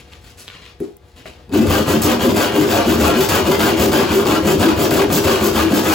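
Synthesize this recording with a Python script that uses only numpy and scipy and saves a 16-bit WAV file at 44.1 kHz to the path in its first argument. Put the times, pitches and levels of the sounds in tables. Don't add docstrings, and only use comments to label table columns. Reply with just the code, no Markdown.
import sys
import numpy as np
from scipy import signal
from scipy.fft import rfft, irfft, next_fast_len
from scipy.io import wavfile
from scipy.ndimage import uniform_filter1d, minimum_filter1d

SR = 44100
rng = np.random.default_rng(int(sys.argv[2]) if len(sys.argv) > 2 else 0)


def generate_wav(sig):
    pcm = np.round(np.clip(np.atleast_2d(sig).T, -1, 1) * 32767).astype(np.int16)
    wavfile.write(sys.argv[1], SR, pcm)


def gain_from_db(level_db):
    decades = np.asarray(level_db, float) / 20
    return 10 ** decades


N = 261954
STEP_SAMPLES = 16

# freq_hz, density_db_per_hz
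AIR = [(15, -35), (30, -10), (70, 4.5), (195, -16.5), (476, -14), (1160, -23), (4000, -29.5), (8000, -42),
       (16000, -47)]
AIR_DB = -47.5
# freq_hz, rms_db
HUM = [(120, -61), (359, -66), (479, -59.5), (720, -65.5), (840, -69)]

# time_s, hold_s, level_db, top_rel_db, low_rel_db
BRUSHES = [
    (0.0, 0.0056, -45, -12.5, 0),
    (0.129, .005, -44.5, -14.5, -2.5),
    (0.257, 0.05, -49, -7.5, -0.5),
    (0.542, 0.019, -45, -25, -7),
    (0.63, 0.06, -44, -18.5, -8),
    (1.088, 0.028, -65, -2, -16),
    (1.366, 0.11, -65, -38, 10),
]
# time_s, hold_s, level_db, top_rel_db, low_rel_db
SCUFFS = [
    (0.384, 0.027, -50.5, 2, -2),
    (0.483, 0.045, -45.5, -36, -18),
    (0.805, 0.036, -54, -4, 12),
    (1.167, 0.023, -46, -13, -1),
    (1.263, 0.0053, -41, -14, 0),
    (1.496, 0.023, -64, -13, 26),
]
BRUSH_RISE_FALL_DB_PER_S, SCUFF_RISE_FALL_DB_PER_S = (300, 244), (1196, 167)
# freq_hz, density_db_per_hz
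CLOTH = [(590, -50), (1000, 3.5), (1340, 2.5), (1780, 3.5), (2790, 5.5), (4200, 0), (8000, -15),
         (10400, -22), (17600, -120)]

# time_s, peak_db, pitch_hz, crack_rel_db
TICKS = [
    (.1354, -25, 3300, -30),
    (.4804, -17, 3500, -28),
    (.487, -20, 3300, -32),
    (.5014, -23, 3000, -32),
    (.8026, -32, 1760, 0),
    (.9677, -60, 1680, 29),
    (1.258, -28, 1900, -14),
    (1.2608, -29, 2240, -16),
]
# freq_hz, density_db_per_hz
CRACK = [(4500, -24), (7500, -3), (16000, -4)]

# time_s, peak_db, hardness_db
KNOCKS = [
    (.803, -7.5, -23),
    (0.815, -5.5, -32),
    (.836, -10, -39),
    (.88, -17, -28),
    (1.257, -25.5, 13.5),
    (1.268, -48, 27),
    (1.506, -18, -26),
]
# freq_hz, width_hz, level_db
KNOCK = [(225, 45, -10), (305, 12, -7.5), (352, 23, -5), (400, 24, -3), (520, 110, -18.5), (636, 33, -25),
         (740, 33, -30)]

# time_s, peak_db, bright_db
CATCHES = [(1.494, -43, -4), (1.502, -48, -6), (1.526, -31, -4), (1.549, -30, -4), (1.669, -30, 4),
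           (2.0198, -25, 13), (2.0248, -24, 2), (2.305, -30, 2), (2.348, -27, 5), (2.3643, -25, 6),
           (3.288, -24, 0), (3.612, -25, 0), (3.931, -24, 2), (4.641, -23, -2), (4.9085, -17, -2),
           (5.139, -24, 3)]
# freq_hz, width_hz, level_db
BEAM = [(150, 48, -10.5), (217.7, 38.7, -1.5), (244, 43, -3), (291.8, 13.6, -6.5), (322.4, 12, -5.5),
        (357, 33.5, -4.5), (403.3, 33, 1.5), (413.9, 25.6, 0.5), (527, 43, -7.5), (622, 73, -9.5),
        (703, 30, -14)]
BENCH = [(66.4, 24, -17), (89, 35, 1.5), (118.7, 7.7, -6.5)]
BLADE = [(1140, 180, 10), (1260, 71, -8), (1372, 13, -19), (1608, 36, 1), (1960, 30, 3.5), (2560, 100, 8),
         (3055, 57, 8), (3400, 100, 6.5), (4620, 450, 8)]

# start_s, length_s, first_hz, last_hz, level_db
SINGS = [(1.53, 0.043, 267, 307, -15), (1.547, 0.082, 404.6, 305, -16), (1.581, 0.044, 218, 224, -13),
         (1.646, 0.028, 321, 334, -25), (1.722, 0.049, 277, 316.4, -18), (1.924, 0.061, 320, 377, -16.5),
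         (1.931, 0.082, 220.6, 216, -18), (2.057, 0.12, 253, 237.4, -20.5), (2.06, 0.049, 322, 307, -18),
         (2.239, 0.073, 243, 249, -15), (2.254, 0.037, 379, 350, -13.5), (2.557, 0.031, 396, 400, -17.0),
         (2.566, 0.099, 303.5, 303.5, -13.5), (2.763, 0.047, 307, 298, -18.5),
         (2.865, 0.041, 214, 240, -17), (2.894, 0.062, 305, 331.5, -15.5), (3.159, 0.037, 226, 248, -19.5),
         (3.18, 0.049, 362.6, 388, -14), (3.479, 0.031, 304, 372, -10.5), (3.524, 0.041, 409, 399, -15),
         (3.688, 0.052, 383, 408, -19.5), (3.746, 0.1, 316, 354, -23), (3.846, 0.035, 427, 392, -15.5),
         (3.936, 0.05, 330, 303, -18.5), (3.987, 0.033, 382, 386, -19), (4.149, 0.081, 355.6, 407, -13),
         (4.26, 0.035, 362, 394.4, -16), (4.31, 0.057, 340, 298.3, -20), (4.474, 0.12, 330.7, 405.5, -17),
         (4.6, 0.033, 234.4, 218, -21), (4.632, 0.066, 297, 230, -18), (4.646, 0.068, 301, 324, -12.5),
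         (4.834, 0.039, 398.3, 355, -21), (4.966, 0.096, 368, 400.6, -18.5),
         (4.992, 0.075, 312.7, 309, -20.5), (5.237, 0.13, 386.8, 395, -18.5), (5.264, 0.092, 375, 404, -26),
         (5.715, 0.027, 216.3, 214, -16.5), (5.723, 0.04, 306.8, 276, -19.5),
         (5.731, 0.11, 300.4, 309.7, -23)]
# start_s,
# length_s, pitch_hz, level_db
DRONES = [(1.687, 0.061, 91.3, -19.5), (1.76, 0.071, 525, -22), (1.95, 0.043, 150, -23),
          (2.075, 0.064, 526, -22), (2.242, 0.043, 535, -17), (2.41, 0.022, 545, -21),
          (2.59, 0.048, 150, -23), (2.726, 0.038, 691, -17.5), (2.751, 0.075, 546, -16.5),
          (2.774, 0.084, 698, -22), (2.856, 0.028, 538, -28), (2.89, 0.084, 154.4, -24),
          (3.016, 0.081, 78.5, -17), (3.059, 0.058, 698, -18.5), (3.195, 0.05, 150, -24),
          (3.306, 0.066, 90, -21), (3.344, 0.038, 565, -23), (3.407, 0.065, 83.9, -27),
          (3.48, 0.027, 544, -15.5), (3.49, .045, 156.7, -21), (3.625, 0.053, 85.7, -24),
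          (3.799, 0.079, 548, -23), (4.431, 0.13, 160.7, -25.5), (4.435, 0.027, 85.6, -25.5),
          (4.435, 0.058, 528, -18), (4.597, 0.058, 90.1, -27.5), (4.799, 0.038, 152.7, -23.5),
          (4.921, .045, 86.2, -26), (5.103, .04, 94.8, -28), (5.111, 0.083, 160.8, -22),
          (5.252, 0.048, 96, -21), (5.263, 0.058, 538, -17.5), (5.554, 0.067, 76.4, -28),
          (5.727, .067, 155, -35), (5.864, .06, 87.5, -24), (2.415, 0.057, 305, -25),
          (2.597, 0.1, 394.6, -19.5), (3.021, 0.089, 386, -19), (3.238, 0.042, 400, -19),
          (3.371, 0.064, 381.7, -19), (3.622, 0.058, 303, -23), (3.957, 0.06, 226, -17),
          (4.818, 0.061, 301.7, -27), (5.112, 0.029, 211, -30), (5.432, 0.069, 352.2, -20.5),
          (5.507, 0.1, 389, -25), (5.544, 0.059, 322.4, -18.5), (5.625, 0.065, 327.7, -16.5),
          (5.75, 0.09, 388.2, -18), (5.876, 0.079, 320, -13)]
# start_s, length_s, pitch_hz, level_db
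SQUEAKS = [
    (2.462, .004, 4500, -29),
    (5.139, .001, 5700, -19),
    (5.139, .001, 15300, -19),
    (5.148, .003, 4400, -25),
    (5.16, .003, 4200, -27),
    (5.1705, .001, 14900, -19),
    (5.177, .005, 15000, -24),
]
SING_EDGE_S, SQUEAK_EDGE_S, SING_DB, DRONE_DB = .01197, .002, 1, -1.9

# start_s, force_db, hiss_db, top_speed_teeth_per_s, top_place_0_1
PUSHES = [(1.472, -16, -36, 300, .45), (1.854, -15.5, -30.5, 225, .4), (2.18, -15, -30.5, 270, .46),
          (2.517, -17.5, -30, 303, .5), (2.845, -15.5, -29, 335, .5), (3.135, -20, -26, 410, .6),
          (3.434, -17.5, -28.5, 430, .55), (3.759, -15.5, -24.5, 370, .45), (4.082, -16.5, -29, 420, .55),
          (4.418, -15, -31, 380, .55), (4.755, -15.5, -29, 380, .59), (5.071, -14.5, -31.5, 330, .55),
          (5.396, -15.5, -31, 355, .5), (5.688, -15, -31.5, 340, .6)]
# start_s, force_db, hiss_db, top_speed_teeth_per_s, top_place_0_1
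PULLS = [(1.661, -14.5, -28, 305, 0.27), (2.005, -16.5, -31, 326, 0.55), (2.336, -19.5, -29.5, 332, 0.49),
         (2.666, -19, -29, 280, 0.45), (2.978, -13.5, -26, 320, 0.57), (3.273, -18, -25.5, 364, 0.47),
         (3.579, -16.5, -27, 355, 0.43), (3.907, -16.5, -29.5, 400, 0.36), (4.238, -16.5, -30.5, 340, 0.51),
         (4.576, -16, -28.5, 322, 0.3), (4.888, -14.5, -30.5, 392, 0.5), (5.216, -16.5, -27, 380, .38),
         (5.523, -17.5, -29, 284, 0.32), (5.822, -21.5, -26.5, 420, 0.5)]
LAST_TURN_S = 5.99
FIRST_BITE_S, START_DB_PER_S = 1.54, 918
FORCE_LAG_S, BITE_LAG_S = (.008, .024), (.0024, .0044)
# offset_db, start_dip_db, end_dip_db, top_shift_0_1
FORCE_SWELL = [(1.5, 1.5, -3.5, 0), (1.5, 4.5, -8.5, 0.26)]
BITE_SWELL = [(-22.5, -3.5, -5.5, -0.1), (-19.5, -9.5, -9, -0.022)]
DUST_SWELL = [(1.5, -15.5, -9.5, -0.012), (1.5, -9.5, -18, -0.0086)]
BODY_SWELL = [(-33.5, -7, -7, 0), (-30, -5, -10, 0.19)]
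SPEED = [(.6, .85, .1), (.8, .75, .1)]
EVEN = [(0.33, 0.073), (0.32, 0.45)]
# time_s, dip_db
HALTS = [(1.685, -4.5), (1.84, -3.5), (2.0, -5), (2.185, -4), (3.745, -3.5), (4.418, -2), (4.575, -5.5),
         (4.761, -5), (5.076, -5), (5.223, -3.5), (5.525, -3.5), (5.69, -2), (5.83, -2)]
HALT_S = .029
# time_s, jump_db
GRIPS = [(1.696, 2.5), (1.8819, 2), (2.0196, -4), (2.365, 6.5), (2.552, 3), (2.609, 6), (2.7, 3.5), (3, 4),
         (3.2053, 5.5), (3.288, 10.5), (3.3522, 3), (3.4642, 3), (3.516, 3), (3.59, 5.5), (3.781, -3.5),
         (3.798, 4.5), (3.916, 9.5), (3.931, 5), (4.2519, 5.5), (4.266, 6), (4.4486, 4), (4.471, 6),
         (4.595, 5), (4.9082, 7.5), (5.138, 0.5), (5.1702, 7), (5.2418, 2), (5.5545, 0.5), (5.73, 0),
         (5.865, -0.5)]
GRIP_FADE_S, GRIP_SLACK_S, GRIP_SLACK_SHARE, GRIP_BITE_SHARE = .012, .048, .55, .94
BITE_FOLLOWS_SHARE, USUAL_HISS_DB = .58, -27

# time_s, peak_db
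JOLTS = [(1.56, -28), (1.715, -12.5), (1.91, -25), (2.064, -18.5), (2.22, -25.5), (2.331, -25), (2.54, -42),
         (2.74, -25), (2.89, -23), (3.038, -19), (3.332, -25), (3.508, -40), (3.648, -25), (3.821, -18.5),
         (3.957, -32), (4.124, -33), (4.272, -29), (4.451, -34), (4.623, -23), (4.781, -24), (4.941, -29),
         (5.118, -25), (5.279, -20), (5.437, -43), (5.586, -22.5), (5.709, -44), (5.891, -35)]
JOLT_RISE_DB_PER_S, JOLT_FALL_DB_PER_S, ROCKING_DB = 310, 172, -31
THUD_DB, THUD_BEAM_DB, THUD_TOP_DB, THUD_LEAD_S = 32.5, 44, -37, .015
BLADE_GLIDE_SHARE = .055
# freq_hz, density_db_per_hz
RASP = [(260, -45), (450, -1), (533, -6), (832, -3.5), (1590, -7.5), (1820, -14), (2980, -13),
        (3880, -19.5), (8000, -29.5), (10400, -27.5), (17600, -120)]
HISS = [(3000, -4.5), (6000, -1), (8000, -1.5), (10000, -7.5), (12000, -1.5), (14000, 0.5), (16000, -2.5)]
KERF = [(500, -21.5), (750, -4), (1300, -3.5), (1900, -24)]
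# time_s, hold_s, peak_db, rise_db_per_s
GLANCES = [(1.898, 0.0066, -40, 253), (2.022, 0.035, -26.5, 3000), (2.223, 0.011, -44, 250),
           (2.36, 0.024, -41, 2000), (3.24, 0.011, -40, 272), (1.783, 0.018, -44, 250),
           (1.608, 0.036, -51, 248.5), (4.514, 0.01, -32.5, 250), (4.832, 0.011, -33.5, 254),
           (4.93, 0.018, -31, 1500), (5.128, 0.04, -23.5, 1502), (5.461, 0.011, -27.5, 245),
           (5.775, 0.0092, -30.5, 250)]
GLANCE_FALL_DB_PER_S = 402
FINE_HZ, FINE_POWER, FINE_EVEN_DB = 9000, .068, -24

# freq_hz, share_0_1
DIRECT = [(60, .99), (200, .88), (400, .72), (800, .38), (1500, .3), (2700, .52), (4500, .52), (5800, .25),
          (6500, .8)]
# freq_hz, level_db
LEFT_DB = [(60, 3.5), (140, 2), (500, 2.5), (800, 1.5), (1500, 2), (3000, 4), (4200, 5), (6400, 2.5)]
# freq_hz, phase_rad
LEAD_RAD = [(20, 0), (150, 0), (450, -.35), (1000, .2), (2800, .9), (4500, .35), (6500, .4)]
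PORT_HZ, PORT_TURN_HZ, TURN_AT_HZ = 6900, 4150, 7000
# freq_hz, t60_s
SHOP_T60_S = [(80, 0.067), (300, 0.42), (1500, 0.11), (5000, 0.3), (12000, 0.31)]

# freq_hz, level_db
MICROPHONE = [(20, -24), (40, -8), (58, 0), (15900, 0), (16700, -14), (16800, -80)]
LIMIT, LIMIT_SHARE = .59, .47
# low_hz, high_hz
SUM_LOST = [(8950, 9300), (13250, 13500)]
DIFFERENCE_LOST = [(6800, 7350), (10650, 11600)]
SUM_FLANKS = [(8380, 8950), (9300, 9620), (13000, 13250), (13500, 13700)]
# start_s, end_s
BOTH_KEPT = [(.8, .81), (.965, .975), (2.018, 2.03), (.475, .49), (1.49, 1.56), (1.665, 1.68), (2.01, 2.05),
             (2.29, 2.38), (3.57, 3.62), (3.92, 3.94), (4.57, 4.6), (4.9, 4.93)]
SUM_TOP_HZ, DIFFERENCE_TOP_HZ, SWELL_DB, SWELL_S = 15950, 15100, 3.5, .035


def evened(x):
    return x / np.sqrt(np.mean(x ** 2) + 1e-20)


def matched(x, model):
    return x * np.sqrt(np.mean(model ** 2) / np.mean(x ** 2))


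def read(points, hz):
    f, value = np.transpose(points)
    return np.interp(np.log(hz + 1), np.log(f + 1), value)


def colour(x, points):
    half = np.maximum(read(points, np.fft.rfftfreq(4096, 1 / SR)), -100) * np.log(10) / 20
    log_gain = np.r_[half, half[-2:0:-1]]
    taps = np.fft.ifft(np.exp(np.conj(signal.hilbert(log_gain)))).real
    return signal.oaconvolve(x, taps[:2048])[:N]


def ring(x, modes):
    t = np.arange(SR // 4) / SR
    body = np.zeros(len(t))
    for k, (hz, width_hz, db) in enumerate(modes):
        decay = np.sqrt(width_hz) * np.exp(-np.pi * width_hz * t)
        body += (-1) ** k * gain_from_db(db) * decay * np.sin(2 * np.pi * hz * t)
    return signal.oaconvolve(x, body / np.linalg.norm(body))[:N]


def clicks(times_s, sizes):
    return np.bincount(np.round(np.asarray(times_s) * SR).astype(int), sizes, N + 1)[:N]


def burst(t60_s, tail_db):
    t = np.arange(1500) / SR
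    envelope = gain_from_db(-60 * t / t60_s) + gain_from_db(tail_db - 60 * t / .031)
    return envelope * rng.standard_normal(len(t))


def tears(per_s, spread_db):
    size = gain_from_db(spread_db * np.minimum(rng.exponential(1, N), 4)) * rng.standard_normal(N)
    return evened(size * (rng.random(N) < per_s / SR))


def drift(size):
    return evened(uniform_filter1d(uniform_filter1d(rng.standard_normal(N), size), size))


def patchy(x, patch_db):
    z = signal.stft(x, nperseg=512, noverlap=384)[2]
    field = uniform_filter1d(rng.standard_normal(z.T.shape), size=14, axis=0)
    field = evened(uniform_filter1d(field, size=4, axis=1))
    return signal.istft(z * gain_from_db(patch_db * field.T), nperseg=512, noverlap=384)[1][:N]


def moments():
    return np.arange(N // STEP_SAMPLES + 2) * STEP_SAMPLES / SR


def fill(control):
    return np.interp(np.arange(N) / SR, moments(), control)


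def peak(s, hold_s, rise_db_per_s, fall_db_per_s):
    t = moments()
    return gain_from_db(-rise_db_per_s * np.maximum(s - t, 0) - fall_db_per_s * np.maximum(t - s - hold_s, 0))


def air():
    return gain_from_db(AIR_DB + 2.0 * drift(size=3000)) * evened(colour(rng.standard_normal(N), AIR))


def lamps():
    t = np.arange(N) / SR
    return sum(gain_from_db(db) * np.sqrt(2) * np.sin(2 * np.pi * (hz * t + rng.random())) for hz, db in HUM)


def rubbing():
    rows = [(row, BRUSH_RISE_FALL_DB_PER_S) for row in BRUSHES]
    rows += [(row, SCUFF_RISE_FALL_DB_PER_S) for row in SCUFFS]
    layers = 0
    for (s, hold_s, db, top_db, low_db), rates in rows:
        layers = layers + peak(s, hold_s, *rates) * gain_from_db(db + np.array([[0], [top_db], [low_db]]))
    return np.array([fill(layer) for layer in layers])


def cloth():
    rub, top, low = rubbing() * gain_from_db(1.55 * drift(size=200))
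    out = rub * evened(colour(tears(8000, 2.6), CLOTH))
    bright = colour(tears(8000, 1.2), [(3000, 2), (9000, 2), (15000, -6)])
    deep = colour(tears(5000, 2.6), [(250, 15.5), (600, 8.0), (1400, -0.5), (2500, -40)])
    out += top * gain_from_db(7.0) * evened(bright) + low * evened(deep)
    return patchy(out, 1.6)


def ticks():
    t = np.arange(300) / SR
    s, peak_db, pitch_hz, crack_db = np.transpose(TICKS)
    out = np.zeros(N)
    for at_s, db, hz in zip(s, peak_db, pitch_hz):
        ping = gain_from_db(-60 * t / .003) * np.sin(2 * np.pi * hz * t)
        out += signal.oaconvolve(clicks([at_s], [gain_from_db(db)]), ping)[:N]
    cracks = signal.oaconvolve(clicks(s, gain_from_db(peak_db + crack_db)), burst(.01, -24))[:N]
    out += colour(cracks, CRACK)
    late = np.r_[np.zeros(3), out[:-3]]
    return np.array([gain_from_db(2) * late, gain_from_db(-1) * out])


def knocks():
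    s, peak_db, hard_db = np.transpose(KNOCKS)
    soft = signal.oaconvolve(clicks(s, gain_from_db(peak_db)), signal.windows.hann(40))[:N]
    hard = clicks(s, gain_from_db(peak_db + hard_db))
    # freq_hz, width_hz, level_db
    upper = [(640, 100, 9), (785, 50, -9), (1180, 60, -11), (1860, 100, 3), (2280, 140, 1)]
    return gain_from_db(-11.5) * ring(soft, KNOCK) + gain_from_db(7.0) * ring(hard, upper)


def catches():
    s, peak_db, bright_db = np.transpose(CATCHES)
    crack = burst(.008, -20)
    dull = signal.oaconvolve(clicks(s, gain_from_db(peak_db)), crack)[:N]
    bright = signal.oaconvolve(clicks(s, gain_from_db(peak_db + bright_db)), crack)[:N]
    return gain_from_db(5) * ring(dull, BLADE) + gain_from_db(7) * colour(bright, CRACK)


def singing():
    out, waver, flutter = np.zeros(N), 1 + .026 * drift(size=150), gain_from_db(2.7 * drift(size=200))
    rows = [(s, span, a, b, db + SING_DB, SING_EDGE_S) for s, span, a, b, db in SINGS]
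    rows += [(s, span, a, a, db + DRONE_DB, SING_EDGE_S) for s, span, a, db in DRONES]
    rows += [(s, span, a, a, db, SQUEAK_EDGE_S) for s, span, a, db in SQUEAKS]
    for s, span_s, first_hz, last_hz, db, edge_s in rows:
        at = np.arange(round((s - edge_s) * SR), min(round((s + span_s + edge_s) * SR), N))
        hz = np.interp(at / SR, [s, s + .602 * span_s], [first_hz, last_hz]) * waver[at]
        tone = np.cos(2 * np.pi * (np.cumsum(hz) / SR + rng.random()))
        out[at] += gain_from_db(db) * np.sqrt(2) * np.sin(np.pi * np.linspace(0, 1, len(at))) * tone
    return out * flutter


def stroke(shifts, lag_s):
    rows = np.array([row for pair in zip(PUSHES, PULLS) for row in pair])
    turns_s = np.r_[rows[:, 0] + np.resize(lag_s, len(rows)), LAST_TURN_S]
    place = np.interp(moments(), turns_s, np.arange(len(turns_s)))
    k = np.minimum(place.astype(int), len(rows) - 1)
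    top = np.clip(rows[k, 4] + np.asarray(shifts)[k % 2], .1, .9)
    u = place - k
    early = u < top
    arch = np.sin(np.pi / 2 * np.where(early, u / top, (1 - u) / (1 - top)))
    return rows[k], k % 2, arch, early


def swell(rules, column_db, lag_s):
    offset_db, start_db, end_db, shift = np.transpose(rules)
    rows, pull, arch, early = stroke(shift, lag_s)
    db = column_db(rows) + offset_db[pull]
    db += np.where(early, start_db[pull], end_db[pull]) * (1 - arch)
    db += sum(dip_db * np.exp(-((moments() - s) / HALT_S) ** 2) for s, dip_db in HALTS)
    return gain_from_db(uniform_filter1d(db, size=12)) * peak(FIRST_BITE_S, 9, START_DB_PER_S, 0)


def teeth():
    start, end, shift = np.transpose(SPEED)
    rows, pull, arch, early = stroke(shift, FORCE_LAG_S)
    slow = np.where(early, start[pull], end[pull])
    rate = rows[:, 3] * (slow + (1 - slow) * arch)
    fast, turn = np.transpose(EVEN)
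    even = turn[pull] + (fast[pull] - turn[pull]) * arch
    return [fill(uniform_filter1d(v, size=38)) for v in (rate, even)]


def grip():
    t = moments()
    db = np.zeros(len(t))
    for s, jump_db in GRIPS:
        fade = np.exp(-abs(t - s) / GRIP_FADE_S)
        slack = -GRIP_SLACK_SHARE * np.exp(-abs(t - s) / GRIP_SLACK_S)
        db += jump_db * np.where(t >= s, fade, slack)
    return uniform_filter1d(db, size=8)


def glide(x):
    turns_s = np.r_[np.sort([row[0] for row in PUSHES + PULLS]), LAST_TURN_S]
    t = np.arange(N) / SR
    place = np.interp(t, turns_s, np.arange(len(turns_s)))
    late = np.cumsum(-BLADE_GLIDE_SHARE * np.cos(np.pi * place) * (t > turns_s[0]))
    return np.interp(np.arange(N) + late - uniform_filter1d(late, size=SR // 3), np.arange(N), x)


def beam_chatter(turns, even):
    beats = np.cos(2 * np.pi * turns) * gain_from_db(2.4 * drift(size=300)) + .097 * np.cos(4 * np.pi * turns)
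    force = fill(swell(FORCE_SWELL, lambda rows: rows[:, 1], FORCE_LAG_S))
    drive = np.sqrt(even) * beats + np.sqrt(1 - even) * 15.3 * tears(3000, 4.36)
    shaken = matched(ring(force * drive, BEAM), force)
    return gain_from_db(-3) * patchy(shaken, 1.25) + gain_from_db(-5.0) * force * even * beats


def bench_jolts():
    sway = gain_from_db(ROCKING_DB) * peak(FIRST_BITE_S, 9, START_DB_PER_S, 0)
    for s, db in JOLTS:
        sway += gain_from_db(db) * peak(s - .02, 0, JOLT_RISE_DB_PER_S, JOLT_FALL_DB_PER_S)
    s, jolt_db = np.transpose(JOLTS)
    blows = clicks(s - THUD_LEAD_S, gain_from_db(np.minimum(jolt_db, THUD_TOP_DB)))
    thuds = signal.oaconvolve(blows, signal.windows.hann(100) / 50)[:N]
    bench = ring(fill(sway) * tears(2000, 1.7) + gain_from_db(THUD_DB) * thuds, BENCH)
    return bench + gain_from_db(THUD_BEAM_DB) * ring(thuds, BEAM)


def torn_fibres(landing):
    bite = swell(BITE_SWELL, lambda rows: BITE_FOLLOWS_SHARE * (rows[:, 2] - USUAL_HISS_DB), BITE_LAG_S)
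    fibres = fill(bite * gain_from_db(GRIP_BITE_SHARE * grip())) * evened(landing * tears(7000, 3.27))
    rasp = matched(colour(fibres, RASP), fibres)
    return patchy(gain_from_db(4.5) * rasp + gain_from_db(-3.5) * glide(ring(fibres, BLADE)), 1.04)


def kerf_dust(landing):
    gain = swell(DUST_SWELL, lambda rows: rows[:, 2], 0) * gain_from_db(grip())
    for s, hold_s, db, rise_db_per_s in GLANCES:
        gain += gain_from_db(db) * peak(s, hold_s, rise_db_per_s, GLANCE_FALL_DB_PER_S)
    hiss = fill(gain)
    dust = hiss * evened(landing * patchy(colour(tears(15000, 1.2), HISS), 1.5))
    high_pass = signal.butter(4, FINE_HZ, "high", fs=SR, output="sos")
    fine = signal.sosfiltfilt(high_pass, dust)
    return dust + fine * ((hiss / gain_from_db(FINE_EVEN_DB)) ** FINE_POWER - 1)


def kerf_body(landing):
    gain = fill(swell(BODY_SWELL, lambda rows: 0 * rows[:, 0], 0))
    return gain * evened(colour(landing * tears(3000, 5.0), KERF))


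def saw():
    rate, even = teeth()
    turns = np.cumsum(rate * (1 + .0424 * drift(size=200))) / SR
    tooth = gain_from_db(1.0 * rng.standard_normal(4000))[turns.astype(int)]
    landing = .75 + tooth * np.exp(-(turns % 1) / .3)
    landing *= gain_from_db(.45 * drift(size=250))
    wood = kerf_body(landing) + beam_chatter(turns, np.clip(even, 0, 1)) + gain_from_db(-4.5) * bench_jolts()
    return wood + torn_fibres(landing) + gain_from_db(5.0) * kerf_dust(landing)


def echoes(count):
    taps = np.zeros((count, SR // 2))
    at = np.arange(100, SR // 2 - 20, 20) + rng.integers(0, 20, (count, (SR // 2 - 101) // 20))
    np.put_along_axis(taps, at, rng.choice([-1., 1.], at.shape), 1)
    hz, t, z = signal.stft(taps, SR, nperseg=256)
    decay = gain_from_db(-60 * t / read(SHOP_T60_S, hz)[:, None])
    tail = signal.istft(z * decay / np.linalg.norm(decay, axis=1)[:, None], SR, nperseg=256)[1]
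    return tail / np.linalg.norm(tail, axis=1)[:, None]


def shop(x, echo):
    size = next_fast_len(N + SR)
    hz = np.fft.rfftfreq(size, 1 / SR)
    low = hz < PORT_HZ
    lead_rad = np.where(low, read(LEAD_RAD, hz), -2 * np.pi * (hz - TURN_AT_HZ) / PORT_TURN_HZ)
    share, side = np.where(low, read(DIRECT, hz), .9), np.array([[.5], [-.5]])
    place = np.arange(N) / SR * 8 % 10
    wet = 0
    for k in range(10):
        distance = abs((place - k + 5) % 10 - 5)
        near = np.cos(np.pi / 2 * np.minimum(distance, 1))
        wet = wet + rfft(x * near, size) * rfft(echoes(count=2), size)
    straight = np.sqrt(share) * np.exp(1j * side * lead_rad) * rfft(x, size)
    ports = straight + echo * np.sqrt(1 - share) * wet
    return irfft(ports * gain_from_db(side * low * read(LEFT_DB, hz)), size)[:, :N]


def scene():
    tick = ticks()
    roomy = shop(air() + cloth() + knocks() + saw(), echo=.79)
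    close = shop(.59 * tick[1] + catches() + singing(), echo=.7)
    return roomy + close + tick + lamps()


def within(v, spans):
    return sum(1. * ((v > a) & (v < b)) for a, b in spans)


def limiter(x):
    top = uniform_filter1d(-minimum_filter1d(-abs(x).max(0), size=300), size=300)
    ceiling = .8
    gain = np.minimum(LIMIT / top, 1) ** LIMIT_SHARE
    return ceiling * np.tanh(gain_from_db(1.0) * x * gain / ceiling)


def microphone_and_losses(x):
    left, right = x
    size = next_fast_len(N + SR)
    hz, t = np.fft.rfftfreq(size, 1 / SR), np.arange(N) / SR
    pair = rfft([left + right, left - right], size) * gain_from_db(read(MICROPHONE, hz)) / 2
    weak = np.array([within(hz, SUM_LOST), within(hz, DIFFERENCE_LOST)])
    flanks = np.array([within(hz, SUM_FLANKS), 0 * hz])
    tops = 1. * (hz > np.array([[SUM_TOP_HZ], [DIFFERENCE_TOP_HZ]]))
    side_hiss = irfft(pair[1] * within(hz, SUM_LOST + SUM_FLANKS), size)[:N]
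    power = uniform_filter1d(side_hiss ** 2, size=1200) + 1e-12
    swelling = power > gain_from_db(2 * SWELL_DB) * np.roll(power, round(SWELL_S * SR))
    sharp = within(t, BOTH_KEPT)
    parts = [(1 - weak - flanks - tops, 1 + 0 * t), (weak, sharp), (flanks, sharp + swelling),
             (tops, within(t, BOTH_KEPT[:3]))]
    both, apart = sum(uniform_filter1d(np.minimum(kept, 1), size=400) * irfft(pair * band, size)[:, :N]
                      for band, kept in parts)
    return np.array([both + apart, both - apart])


def low_pass(x):
    return signal.sosfilt(signal.butter(12, 16820, fs=SR, output="sos"), x)


def record(dry):
    return low_pass(microphone_and_losses(limiter(dry)))


dry = scene()
out = record(dry)
generate_wav(out)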